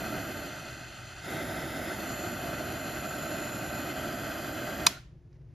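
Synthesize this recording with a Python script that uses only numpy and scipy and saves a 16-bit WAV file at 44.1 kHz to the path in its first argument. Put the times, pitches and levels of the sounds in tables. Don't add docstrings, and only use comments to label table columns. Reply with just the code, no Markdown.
import sys
import numpy as np
from scipy import signal
from scipy.fft import rfft, irfft, next_fast_len
from scipy.io import wavfile
from scipy.ndimage import map_coordinates

SR = 44100
rng = np.random.default_rng(int(sys.argv[2]) if len(sys.argv) > 2 else 0)


def inscribe(sig):
    pcm = np.round(np.clip(np.atleast_2d(sig).T, -1, 1) * 32767)
    wavfile.write(sys.argv[1], SR, pcm.astype(np.int16))


N = 244293
TIME = np.arange(N) / SR
RELEASE_S, EMPTY_S = 4.868, 4.995

# f/Hz, spectral level/dB
HISS_SPECTRUM = [(100.0, -15.5), (350.0, -9), (700.0, -7.5), (1500.0, 2), (2500.0, -1.5), (4200.0, -6),
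                 (5500.0, -12), (7000.0, -9.5), (9500.0, -19.5), (12000.0, -24.0), (15600.0, -31.5),
                 (16200.0, -47.5)]
# delay at rest/ms, delay per sideways shift/(ms/cm),
# delay per upward shift/(ms/cm), gain for the flame, gain for the jet
ECHO_PATHS = [(0.672, 0.038, -0.008, 0.232, 0.26), (1.461, 0.024, -0.116, -0.04, 0.112),
              (1.785, 0.023, 0.022, -0.19, -0.17), (2.119, 0.044, 0.016, -0.227, -0.015),
              (0.576, -0.039, -0.031, 0.024, -0.1), (1.14, 0.012, 0.045, -0.037, 0.14)]


def torch():
    # t/s, level re full flow/dB
    gas_flow = [(0, -0.5), (.46, -3.5), (.505, -8.5), (.7, -11), (.95, -17.5), (1.21, -20), (1.243, -6.5),
                (1.3, -1.5)]
    flow_db, = curves(gas_flow)
    burner_lag_s = 0.0098
    burner_db = np.interp(TIME - burner_lag_s, TIME, flow_db)
    shut_s = np.maximum(TIME - RELEASE_S, 0)
    flutter = wobble(35)
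    flame = flame_roar(burner_db, flutter, shut_s)
    jet = gas_jet(flow_db, burner_db, flutter, shut_s)
    whistles = amp(-260 * shut_s) * nozzle_whistles(flow_db)
    gas_left = np.clip((EMPTY_S - TIME) / 0.008, 0, 1)
    return gas_left * (flame + jet + whistles)


def flame_roar(burner_db, flutter, shut_s):
    # f/Hz, spectral level/dB
    roar_spectrum = [(25, -26.5), (60, -0.1), (120, 0.5), (200, -1.5), (310, -2.2), (420, 1.2), (700, -6.5),
                     (1500, -7.5), (2500, -14.5), (4200, -38.5), (9000, -48)]
    roar = amp(-36 + 1.04 * burner_db + 0.85 * flutter - 180 * shut_s) * turbulence(roar_spectrum)
    *_, flame_gains, _ = np.transpose(ECHO_PATHS)
    return reflected(roar, flame_gains)


def gas_jet(flow_db, burner_db, flutter, shut_s):
    # f/Hz, spectral level/dB
    sizzle_spectrum = [(3000.0, -24), (5500.0, -17), (7000.0, -0.5), (9500.0, -4.5), (11500.0, -1),
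                       (13500.0, 4.9), (15600.0, -10.5), (16200.0, -34.5)]
    hiss = amp(-43 + 0.3 * burner_db + 0.93 * flutter - 380 * shut_s) * turbulence(HISS_SPECTRUM)
    sizzle = amp(-52 + 1.2 * flow_db + 0.25 * flutter - 260 * shut_s) * turbulence(sizzle_spectrum)
    *_, jet_gains = np.transpose(ECHO_PATHS)
    return reflected(hiss + sizzle, jet_gains)


def nozzle_whistles(flow_db):
    # t/s, f/Hz
    upper_pitch = [(.6, 11560), (1.25, 11200), (1.85, 11050), (2.05, 11550), (3.4, 11320), (4.6, 11760)]
    # centre t/s, half length/s, gain/dB
    swells = [(1.604, .3, -3.5), (2.16, 0.19, 7), (3.35, 0.58, 6)]
    upper_hz, = curves(upper_pitch)
    swell_db = sum(db * swell(s, half_s) for s, half_s, db in swells)
    upper = amp(-54 + 1.2 * flow_db + 0.28 * swell_db) * narrow_noise(upper_hz, width_hz=290)
    lower = amp(-55.5 + 0.26 * flow_db + swell_db) * narrow_noise(7040, width_hz=120)
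    return upper + lower


def last_gas():
    # f/Hz, half width/Hz, level/dB
    tube_modes = [(1434, 82, -53.5), (4100, 72, -64)]
    onset = np.clip((TIME - RELEASE_S) / 0.025, 0, 1)
    gas_left = np.clip((EMPTY_S - TIME) / 0.006, 0, 1)
    hollow = sum(amp(db) * narrow_noise(hz, width_hz) for hz, width_hz, db in tube_modes)
    return onset * gas_left * (hollow + amp(-58.5) * turbulence(HISS_SPECTRUM))


def trigger():
    # t/s, level/dB, gain of the crack
    contacts = [(4.8655, -21, 2.8), (4.867, -7, .22)]
    snap = np.zeros(N + SR)
    for s, db, crack_gain in contacts:
        hit = amp(db) * housing_knock(crack_gain)
        snap[round(s * SR):][:len(hit)] += hit
    radiation = signal.butter(4, 780, "high", fs=SR, output="sos")
    return signal.sosfilt(radiation, snap[:N])


def housing_knock(crack_gain):
    # f/Hz, relative level/dB, T60/s
    modes = [(958, -5, 0.026), (1112, -5, 0.02), (1347, -9.5, .019), (1599, -10.5, 0.018), (2213, -7, .015),
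             (2490, -5.5, 0.026), (3060, -6.5, .017), (3550, -3, 0.018), (3780, -8, .016),
             (4090, -2.5, 0.022), (4500, -11, .014), (4818, -7.5, 0.027), (4990, -4.5, 0.031),
             (5735, -2.5, .02), (6236, -11.5, 0.024), (6576, -8.5, .018), (6950, -4.5, 0.024),
             (7224, -9, 0.024), (7663, -4, 0.021), (8100, -8, .016), (9805, -13.5, .015),
             (10948, -14, .015), (11837, -16.5, .016), (12876, -15, .016)]
    rise_s, crack_t60_s = 0.001, 0.022
    t = np.arange(SR // 10) / SR
    ring = sum((-1) ** k * amp(db - 60 * t / t60) * np.sin(2 * np.pi * hz * t)
               for k, (hz, db, t60) in enumerate(modes))
    crack_band = signal.butter(2, [1600, 13000], "band", fs=SR, output="sos")
    crack = amp(-60 * t / crack_t60_s) * signal.sosfilt(crack_band, rng.standard_normal(len(t)))
    return ring * (1 - np.exp(-t / rise_s)) + crack_gain * crack


def radiated_snap():
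    # f/Hz, spectral level/dB
    snap_spectrum = [(300, -32), (700, -19.5), (1000, -5.5), (2500, -4.5), (5000, -5.5), (7000, -7.5),
                     (9000, -14), (13000, -12), (16000, -26)]
    impulse = np.zeros(N)
    impulse[round(RELEASE_S * SR)] = 1
    return amp(4) * shaped(impulse, snap_spectrum)


def fingers():
    # peak t/s, half length/s, level/dB
    rubs = [(5.348, .035, -75), (5.418, .006, -74), (5.522, .035, -77.5)]
    # f/Hz, spectral level/dB
    skin_spectrum = [(300, -6), (2200, 1), (3300, -11.5), (5400, -8), (7500, -20), (14000, -29)]
    tick_s, tick_t60_s = 5.329, 0.03
    age = TIME - tick_s
    tick = (age > 0) * amp(-69 - 60 * np.abs(age) / tick_t60_s) * narrow_noise(5220, width_hz=730)
    sliding = sum(amp(db) * swell(s, half_s) for s, half_s, db in rubs)
    roughness = amp(1.5 * wobble(110))
    return tick + sliding * roughness * coloured_noise(skin_spectrum)


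def reflected(x, gains):
    # t/s, sideways/cm, upward/cm
    hand_path = [(0.25, 0.2, 0.37), (0.6, -0.2, 0.06), (1.19, -0.1, 0.09), (1.3, -3.5, 0.35),
                 (1.87, -2.5, 0.17), (2.08, 0.1, 0.26), (2.9, 0.74, 0.32), (3.7, 1.4, 0.12),
                 (4.15, -0.15, 2.18), (4.75, 0.4, 2.19)]
    sideways, upward = curves(hand_path)
    delays_ms = [rest + per_side * sideways + per_up * upward for rest, per_side, per_up, *_ in ECHO_PATHS]
    echoes = [map_coordinates(x, [np.arange(N) - ms * SR / 1000], order=3) for ms in delays_ms]
    return x + sum(gain * echo for gain, echo in zip(gains, echoes))


def scattered(x):
    # f/Hz, level re direct sound/dB
    scatter_spectrum = [(150, -26), (600, -21), (1030, -12.5), (1400, -24.5), (2600, -23), (4500, -37.5),
                        (6300, -15), (9700, -14), (11400, -18.5), (13500, -16)]
    t60_s = 0.083
    t = np.arange(SR // 10) / SR
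    spray = rng.standard_normal(len(t)) * amp(-60 * t / t60_s)
    echoes = signal.fftconvolve(x, spray / np.linalg.norm(spray))[:N]
    return np.array([[1], [-1]]) * shaped(echoes, scatter_spectrum)


def room(x):
    # f/Hz, T60/s
    decay_times = [(150, 0.25), (1000, .44), (4000, 0.36), (8000, 0.31), (15000, .22)]
    hz, t, bands = signal.stft(rng.standard_normal((3, SR // 2)), SR, nperseg=256)
    decay = amp(-60 * t / along(decay_times, hz)[:, None])
    _, tails = signal.istft(bands * decay, SR, nperseg=256)
    pair = tails[0] + 0.9 * tails[1:]
    delayed = np.pad(x, (180, 0))
    return signal.fftconvolve(delayed[None], pair / np.linalg.norm(pair[0]), axes=1)[:, :N]


def background():
    # f/Hz, spectral level/dB
    rumble_spectrum = [(25, -16), (55, -2), (100, -4.5), (140, -2.5), (200, -17), (350, -21), (520, -28),
                       (1200, -41.5), (2000, -42.5), (3500, -50), (6000, -52), (10000, -60.5), (16000, -70)]
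    # f/Hz, rms level/dB
    partials = [(54, -67), (120, -57.5), (144, -63), (355, -73)]
    common, left, right = [coloured_noise(rumble_spectrum) for _ in range(3)]
    hum = sum(amp(db) * np.sqrt(2) * np.sin(2 * np.pi * hz * TIME + 0.37 * wobble(4))
              for hz, db in partials)
    return amp(-53) * (common + 0.18 * np.array([left, right])) + hum


def turbulence(spectrum):
    # f/Hz, half width/Hz, gain/dB
    colouration = [(305, 54, 3.2), (438, 51, -6.8), (612, 85, 10.4), (727, 76, 5.6), (835, 24, -4),
                   (893, 27, 4), (1070, 140, -4.6), (1351, 64, 3.2), (1550, 46, 4.5), (1729, 78, -5.8),
                   (2063, 92, 3), (2330, 170, -5.4), (2497, 58, 4), (2880, 111, -3.5), (3037, 60, 1.5),
                   (3430, 64, -5), (3545, 55, 2), (3798, 150, -4), (4503, 290, 1.9), (4566, 67, -4.4),
                   (4815, 70, 1.5), (4994, 83, 4), (5560, 150, -4.5), (6093, 178, 1.6), (9446, 181, 3.3),
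                   (10599, 166, 3), (12705, 359, 4.5)]

    def response(hz):
        bumps_db = sum(db * np.exp(-((hz - centre) / width) ** 2) for centre, width, db in colouration)
        return amp(along(spectrum, hz) + bumps_db)

    return unit(filtered(rng.standard_normal(N), response))


def narrow_noise(hz, width_hz):
    a, b = filtered(rng.standard_normal((2, N)), lambda f: 1 / (1 + (f / width_hz) ** 2))
    phase = 2 * np.pi * np.cumsum(hz * np.ones(N)) / SR
    return unit(a * np.cos(phase) + b * np.sin(phase))


def coloured_noise(spectrum):
    return unit(shaped(rng.standard_normal(N), spectrum))


def shaped(x, spectrum):
    return filtered(x, lambda hz: amp(along(spectrum, hz)))


def filtered(x, response):
    size = next_fast_len(N + SR // 2)
    return irfft(rfft(x, size) * response(np.fft.rfftfreq(size, 1 / SR)), size)[..., :N]


def along(points, hz):
    f, values = np.transpose(points)
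    return np.interp(np.log(hz + 1), np.log(f + 1), values)


def curves(rows):
    times, *columns = np.transpose(rows)
    return [np.interp(TIME, times, column) for column in columns]


def wobble(rate):
    return map_coordinates(rng.standard_normal(int(N * rate / SR) + 4), [TIME * rate])


def swell(peak_s, half_s):
    return np.exp(-((TIME - peak_s) / half_s) ** 2)


def unit(x):
    return x / np.sqrt(np.mean(x ** 2) + 1e-20)


def amp(db):
    return 10 ** (np.asarray(db) / 20)


def scene():
    burning = torch() + last_gas()
    close = burning + scattered(burning) + trigger() + fingers()
    reverberation = room(amp(-21.5) * burning + radiated_snap())
    return close + reverberation + background()


def record(dry):
    # f/Hz, lead of left over right/rad
    port_phase = [(500, 0), (900, .35), (980, 1.4), (1030, -1.5), (1250, -.4), (1480, 0), (1730, -.7),
                  (1790, 1.2), (1900, .2), (2150, 0), (2760, .25), (3400, 0), (5700, 0), (7000, -1.2),
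                  (7800, -3), (8400, -3.2), (11100, -6.2), (12000, -6.35), (14500, -9.2), (16000, -9.5)]
    # f/Hz, level of left re right/dB
    port_balance = [(140, 1), (330, -3), (490, -0.3), (640, -3), (850, 1.4), (940, 1.5), (1040, 7),
                    (1250, -1.8), (1620, 0.9), (1765, -12), (1900, -3.5), (2030, 3.4), (2400, 0),
                    (2850, 3.3), (3300, -1)]
    ceiling, cutoff_hz = 0.86, 16489
    side = np.array([[0.5], [-0.5]])
    ports = lambda hz: amp(side * along(port_balance, hz)) * np.exp(1j * side * along(port_phase, hz))
    picked_up = filtered(dry, ports)
    rounded = picked_up / (1 + np.abs(picked_up / ceiling) ** 6) ** (1 / 6)
    return filtered(rounded, lambda hz: hz < cutoff_hz)


dry = scene()
out = record(dry)
inscribe(out)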